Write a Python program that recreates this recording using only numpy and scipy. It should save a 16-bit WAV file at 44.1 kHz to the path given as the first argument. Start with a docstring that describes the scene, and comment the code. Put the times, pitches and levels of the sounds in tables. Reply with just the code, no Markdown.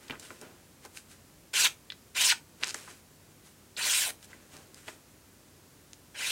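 """In a small quiet room, a sharp knife slices four strips off a hand-held sheet of paper.
Each cut is a dense run of snapping fibres, coloured by the sheet, with a zip from the loosening strip.
Between cuts the hand changes its grip: the sheet rustles, buckles with small snaps and flaps the air.
Near walls add a short echo, over a faint rumble, hiss and hum."""
import sys
import numpy as np
from scipy import signal
from scipy.fft import rfft, irfft
from scipy.io import wavfile
from scipy.ndimage import uniform_filter1d

SR = 44100
rng = np.random.default_rng(int(sys.argv[2]) if len(sys.argv) > 2 else 0)


def int16_out(signal):
    """Quantize to a 16-bit WAV file."""
    q = np.round(np.clip(np.atleast_2d(signal).T, -1, 1) * 32767)
    wavfile.write(sys.argv[1], SR, q.astype(np.int16))


N = 278271

# Paper levels are set before the mix in scene(). A tilt above 0 is brighter, below 0 duller.
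# knife strokes: start t/s, peak t/s, end t/s, level/dB, entry below peak/dB, exit below peak/dB,
# tilt/(dB per octave), ring at the peak f/Hz, surge depth/dB, extra fizz at the exit/dB
KNIFE_STROKES = [(1.531, 1.606, 1.6735, -22.5, 11.5, 1.5, 0.53, 5440, 1.5, 2),
                 (2.146, 2.256, 2.327, -22.5, 14.5, 1.5, 1.2, 6460, 2, -4.5),
                 (3.766, 3.946, 4.106, -25, 13, 11, 1.04, 9000, 0.5, 12.5),
                 (6.142, 6.288, 6.54, -31, 18.5, 10, -0.1, 2980, -0.5, 0)]
# tone colour of the sheet as it is cut: f/Hz, level/dB
CUT_COLOUR = [(100, -37), (300, -20), (550, -15.5), (850, -15), (1020, -10), (1200, -18), (1500, -6.5),
              (1900, -6.5), (2600, -2), (3800, -2.5), (5300, -5.5), (8700, -6), (10800, -12.5),
              (15500, -20)]
# zips of the loosening strip: start t/s, length/s, level/dB, first f/Hz, last f/Hz
STRIP_ZIPS = [(1.647, 0.02, -20, 3500, 1660), (2.296, .031, -23.5, 4360, 1090),
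              (3.798, 0.02, -44, 1010, 970), (4.06, 0.038, -43, 850, 373)]
# the sheet buckles or is tapped: t/s, level/dB, f/Hz, cycles to the peak, flutter fade time/s
BUCKLE_SNAPS = [(.082, -35, 4530, 0.4, 0.0034), (.098, -29, 1800, 0.38, .003),
                (0.1076, -25.5, 2770, 0.7, 0.0034), (0.1011, -40.5, 129, .3, 0.0006),
                (0.124, -39, 1190, 0.43, 0.014), (0.1545, -38, 1860, 0.64, .0018),
                (0.197, -29, 7050, 0.36, 0.0064), (0.3054, -32.5, 1640, 0.48, 0.0014),
                (0.414, -27.5, 6400, 0.3, .0025), (.851, -30.5, 4100, .21, 0.0019),
                (.973, -26.5, 3340, 0.38, 0.00057), (1.902, -23.5, 3430, 1.01, 0.0015),
                (1.921, -28.5, 3470, 0.53, 0.0034), (2.6136, -38, 2180, 0.23, .0006),
                (2.6275, -28, 2720, 0.41, 0.023), (2.6354, -8, 3360, 0.47, 0.00011),
                (2.6431, -14, 6250, 0.73, 0.00081), (2.7077, -21.5, 4850, 0.45, 0.0017),
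                (2.744, -18, 7150, 0.83, 0.0023), (2.7457, -25.5, 1520, 0.29, 0.0016),
                (2.877, -39.5, 1210, .56, 0.0041), (3.766, -30, 4000, 1.5, .006),
                (4.228, -37, 3000, 0.17, 0.0034), (4.331, -39, 1880, 1.55, 0.0007),
                (4.5673, -30, 3630, 0.17, 0.0018), (4.745, -29, 5750, 0.28, .0012),
                (4.881, -31, 2850, 0.63, .0025), (4.884, -38.5, 745, 1.45, .001),
                (4.885, -29.5, 1600, 0.31, .001), (5.933, -26, 5410, .4, 0.00031)]
# fingers slide on the sheet: peak t/s, level/dB, fade time/s, tilt/(dB per octave)
FINGER_SLIDES = [(.03, -55.5, 0.073, -1), (.122, -48, 0.042, -3.5), (.225, -50, 0.12, 0.5),
                 (.43, -55, 0.14, -3.5), (0.858, -50.5, 0.0084, 0), (0.973, -45, 0.019, 3),
                 (1.115, -52.5, 0.031, 2), (2.638, -42, 0.006, -.5), (2.675, -40.5, 0.04, 0.8),
                 (2.761, -48, 0.13, 1), (2.905, -49, 0.026, 0), (3.469, -57, 0.037, 2),
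                 (4.246, -51.5, 0.011, 3.5), (4.305, -57, 0.15, -1.5), (4.535, -53, 0.085, 0),
                 (4.775, -55.5, 0.074, 1), (4.885, -47.5, 0.038, 0.5)]
# tone colour of sliding fingers: f/Hz, level/dB
SLIDE_COLOUR = [(100, -8), (400, 7.5), (1000, -1), (1600, 2.5), (3000, 1), (5000, -0.5), (8000, 1),
                (11000, -5.5), (15500, -19)]
# the whole sheet flaps: t/s, level/dB, fade time/s
SHEET_FLAPS = [(0.098, -39, 0.014), (.306, -46, 0.02), (.415, -47.5, 0.054), (.85, -40.5, 0.01),
               (2.619, -50, 0.011), (2.746, -44, .012), (4.09, -48, 0.021), (4.54, -53, 0.078),
               (4.880, -41.5, 0.014)]
# tone colour of a flap: f/Hz, level/dB
FLAP_COLOUR = [(40, -35), (130, -5.5), (280, 2.5), (450, 0.5), (750, -7.5), (1300, -12), (4000, -26.5)]
# narrow resonances in all the paper sounds: f/Hz, width/Hz, level against the direct sound/dB
RESONANCES = [(1010, 140, -5.5), (1500, 310, -2), (2006, 32, -3), (2380, 104, -3.5), (2670, 120, -5.5),
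              (2930, 90, -6.5), (3110, 46, -5.5), (3670, 14, -33), (3900, 26, -19), (3900, 43, -4),
              (6700, 150, -15), (8560, 290, -12.5)]
# how long the room echoes: f/Hz, time to fade by 60 dB/s
ECHO_TIMES = [(200, 0.45), (1300, 0.17), (3500, 0.16), (9000, 0.19), (15000, 0.19)]
# tone colour of room rumble and microphone hiss: f/Hz, level/dB
BACKGROUND_COLOUR = [(15, -83), (25, -53), (43, -7.5), (91, -3.5), (119, -2), (152, -4), (209, -3.5),
                     (305, -4), (469, -9.5), (509, -9), (684, -13.5), (2010, -17.5), (3440, -20),
                     (7500, -18.5), (15500, -24)]
# tones of the faint room hum: f/Hz, level/dB
HUM_TONES = [(60, -77), (91, -71), (151, -72)]


def knife_cuts(catch_db=0.66, catch_s=0.003, flex_db=3.0, ring_db=3.5, fizz_hz=13500, dull_s=0.01):
    """The blade snaps fibres by the thousand; more force makes the paper ring higher and brighter."""
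    out, t = np.zeros(N), np.arange(N) / SR
    hz, frame_s, snaps = signal.stft(fibres(N, per_s=16000, spread_db=2.0), SR, nperseg=384)
    # the edge catches and runs free every few milliseconds
    jitter = signal.lfilter([1], [1, -np.exp(-1 / (catch_s * SR))], rng.standard_normal(N))
    catch = amp(catch_db * unit(jitter))
    # the flexing sheet keeps shifting its small resonances
    flex = uniform_filter1d(rng.standard_normal(snaps.shape), size=4, axis=0)
    flex = unit(uniform_filter1d(flex, size=5, axis=1))
    sheet_db = curve_at(CUT_COLOUR, hz)[:, None] + flex_db * flex
    for start, peak, end, db, entry_db, exit_db, tilt, ring_hz, surge_db, fizz_db in KNIFE_STROKES:
        force_db = blade_force(frame_s, start, peak, end, entry_db, exit_db, surge_db)
        centre_hz = ring_hz * 2 ** (0.23 * force_db)  # 0.23 octaves higher for each dB of force
        ring = ring_db * bell(hz, centre_hz, width_octaves=0.2)
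        dull = np.exp(np.minimum(frame_s - end, 0) / dull_s)  # the treble goes first as the edge leaves
        bright = (tilt + 0.2 * force_db - dull) * octaves(hz, hz[-1])[:, None]
        run_out = np.clip((frame_s - peak) / (end - peak), 0, 1)
        fizz = fizz_db * run_out * bell(hz, fizz_hz, width_octaves=0.48)  # thin hiss as the stroke ends
        level = amp(db + np.interp(t, frame_s, force_db)) * blade_contact(t, start, end)
        out += fibre_hiss(snaps, amp(sheet_db + bright + ring + fizz)) * catch * level
    return out


def blade_force(t, start, peak, end, entry_db, exit_db, surge_db, surge_hz=24.5):
    """Force in dB: one arch, with surges as the sheet gives and tightens against the blade."""
    before = np.clip((peak - t) / (peak - start), 0, 1)
    after = np.clip((t - peak) / (end - peak), 0, 1)
    surge = surge_db * np.cos(2 * np.pi * surge_hz * (t - peak))
    return surge - entry_db * before ** 2 - exit_db * after ** 2


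def blade_contact(t, start, end, bite_s=0.0072, release_s=0.003):
    """Rises to 1 as the edge bites in; fades as the sheet rings on after it leaves."""
    return np.clip((t - start) / bite_s, 0, 1) * np.exp(-np.maximum(t - end, 0) / release_s)


def strip_zips(fade_db=5, sag_power=2.45):
    """The last fibres give way, and the ring of the loosening strip drops ever faster and fades."""
    out, t = np.zeros(N), np.arange(N) / SR
    hz, frame_s, snaps = signal.stft(fibres(N, per_s=13000, spread_db=1.0), SR, nperseg=384)
    for start, length, db, first_hz, last_hz in STRIP_ZIPS:
        slack = np.clip((frame_s - start) / length, 0, 1) ** sag_power
        centre_hz = first_hz * (last_hz / first_hz) ** slack
        ring = bell(hz, centre_hz, width_octaves=0.41)
        level = amp(db - fade_db * np.interp(t, frame_s, slack)) * blade_contact(t, start, start + length)
        out += fibre_hiss(snaps, ring) * level
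    return out


def fibres(size, per_s, spread_db):
    """Tiny clicks of uneven strength at random times, like fibres snapping."""
    chance, strength, sign = rng.random(size), rng.exponential(1, size), rng.choice([-1, 1], size)
    return (chance < per_s / SR) * sign * amp(spread_db * np.minimum(strength, 4))


def fibre_hiss(snaps, colour):
    """Turns short spectra of fibre clicks into an even hiss whose colour moves."""
    spectra = snaps * colour / np.linalg.norm(colour, axis=0)
    return unit(signal.istft(spectra, SR, nperseg=384)[1][:N])


def buckles(equal_energy_s=0.0019, cutoff_hz=10500):
    """Each buckle is one short snap, which then flutters back and forth through the sheet."""
    out, t = np.zeros(N), np.arange(2048) / SR
    rows = creases() + BUCKLE_SNAPS
    for (s, db, hz, cycles, fade_s), noise in zip(rows, rng.standard_normal((len(rows), len(t)))):
        swell = (hz * t / cycles) ** 2 * np.exp(-2 * hz * t / cycles)
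        wave = np.sin(2 * np.pi * (hz * t - cycles))
        snap = swell * (wave - np.average(wave, weights=swell))  # a free sheet pushes no air overall
        flutter = signal.fftconvolve(noise * np.exp(-t / fade_s), snap)[:len(t)]
        # a flutter that fades in equal_energy_s holds as much energy as its snap
        flutter *= np.sqrt(fade_s / equal_energy_s) * np.linalg.norm(snap) / np.linalg.norm(flutter)
        gain = amp(db) / abs(snap).max()
        add(out, s, gain * snap)
        add(out, s + 2 * cycles / hz, gain * flutter)
    return signal.lfilter(*signal.butter(2, cutoff_hz, fs=SR), out)


def creases(start_s=2.668, length_s=0.04, count=8, db=-22.5, hz=6200, cycles=0.54, flutter_s=0.0008):
    """Fingers crease the sheet in one quick, uneven run of snaps: more rows for buckles()."""
    rows = []
    for k, (late, strength, pitch) in enumerate(rng.random((count, 3))):
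        s = start_s + length_s * (k + late) / count
        snap_db = db + 2 * (2 * strength - 1)  # up to 2 dB either way
        snap_hz = hz * 2 ** (0.22 * (2 * pitch - 1))  # up to 0.22 octaves either way
        rows.append((s, snap_db, snap_hz, cycles, flutter_s))
    return rows


def rustles(rise_s=0.02):
    """Skin slips over the paper grain in brief swells of fine crackle."""
    out, t = np.zeros(N), np.arange(-SR // 4, SR // 4) / SR
    for s, db, fade_s, tilt in FINGER_SLIDES:
        grain = coloured(fibres(len(t), per_s=5000, spread_db=2.5), SLIDE_COLOUR, tilt)
        swell = np.exp(np.minimum(t / rise_s, -t / fade_s))
        add(out, s + t[0], (amp(db) * grain * swell)[t + s >= 0])
    return out


def flaps(rise_s=0.00043):
    """The sheet pushes a soft, low puff of air each time it swings over."""
    out, t = np.zeros(N), np.arange(8192) / SR
    for s, db, fade_s in SHEET_FLAPS:
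        puff = coloured(rng.standard_normal(len(t)), FLAP_COLOUR)
        add(out, s, amp(db) * puff * (1 - np.exp(-t / rise_s)) * np.exp(-t / fade_s))
    return out


def resonances(x):
    """Lets the paper sounds ring a little at a few fixed pitches."""
    return x + sum(amp(db) * signal.lfilter(*signal.iirpeak(hz, hz / width, SR), x)
                   for hz, width, db in RESONANCES)


def room_echo(x, echo_db=-11.0, first_echo_s=0.00371):
    """Cupboard doors and near walls send back a short, dense echo whose bass lasts longest."""
    t = np.arange(SR // 2) / SR
    bounces = fibres(len(t), per_s=4400, spread_db=-2.0) * (t > first_echo_s)  # one click per echo
    hz, frame_s, spectra = signal.stft(bounces, SR, nperseg=128)
    fade = amp(-60 * frame_s / curve_at(ECHO_TIMES, hz)[:, None])
    tail = signal.istft(spectra * fade, SR, nperseg=128)[1]
    return x + amp(echo_db) * signal.fftconvolve(x, tail / np.linalg.norm(tail))[:N]


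def background(waver_hz=0.68, noise_db=-58):
    """Steady rumble and hiss, with a faint hum that wavers in pitch."""
    hum, t = np.zeros(N), np.arange(N) / SR
    drifts = uniform_filter1d(rng.standard_normal((len(HUM_TONES), N)), size=8000, axis=1)
    for (hz, db), drift in zip(HUM_TONES, drifts):
        cycles = hz * t + waver_hz * np.cumsum(unit(drift)) / SR
        hum += amp(db) * np.sqrt(2) * np.sin(2 * np.pi * cycles)
    return hum + amp(noise_db) * coloured(rng.standard_normal(N), BACKGROUND_COLOUR)


def amp(db):
    """Turns decibels into a number to multiply by."""
    return 10 ** (np.asarray(db) / 20)


def unit(x):
    """Scales x to an average strength (rms) of 1."""
    return x / np.sqrt(np.mean(x ** 2) + 1e-20)


def curve_at(points, hz):
    """Joins (f/Hz, value) points on an octave scale and gives the value at hz."""
    f, value = np.transpose(points)
    return np.interp(np.log(hz + 1), np.log(f + 1), value)


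def add(mix, s, sound):
    """Mixes a sound in at s seconds."""
    part = mix[max(round(s * SR), 0):][:len(sound)]
    part += sound[:len(part)]


def octaves(hz, centre_hz):
    """Octaves above a centre; anything under 200 Hz counts as 200 Hz."""
    return np.log2(np.maximum(hz, 200) / centre_hz)


def bell(hz, centre_hz, width_octaves):
    """A hump of height 1 around a still or moving pitch."""
    return np.exp(-.5 * (octaves(hz[:, None], centre_hz) / width_octaves) ** 2)


def coloured(x, colour, tilt=0):
    """Gives x a tone colour, tilted in dB per octave, at strength 1."""
    hz = np.fft.rfftfreq(len(x), 1 / SR)
    gain = amp(curve_at(colour, hz) + tilt * octaves(hz, 1000))
    return unit(irfft(rfft(x) * gain, len(x)))


def scene():
    """Mixes the cutting and handling in the room, over its background, in one channel."""
    snaps = amp(-1.3) * buckles()
    cutting = amp(-1.76) * (knife_cuts() + strip_zips())
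    paper = cutting + snaps + amp(-0.6) * rustles() + flaps()
    return (room_echo(resonances(paper)) + background())[None]


def record(dry, cutoff_hz=15950):
    """Takes away the very highest treble."""
    low_pass = signal.firwin(511, cutoff_hz, window=("kaiser", 9), fs=SR)
    return signal.oaconvolve(dry, low_pass[None], "same")


dry = scene()
out = record(dry)
int16_out(out)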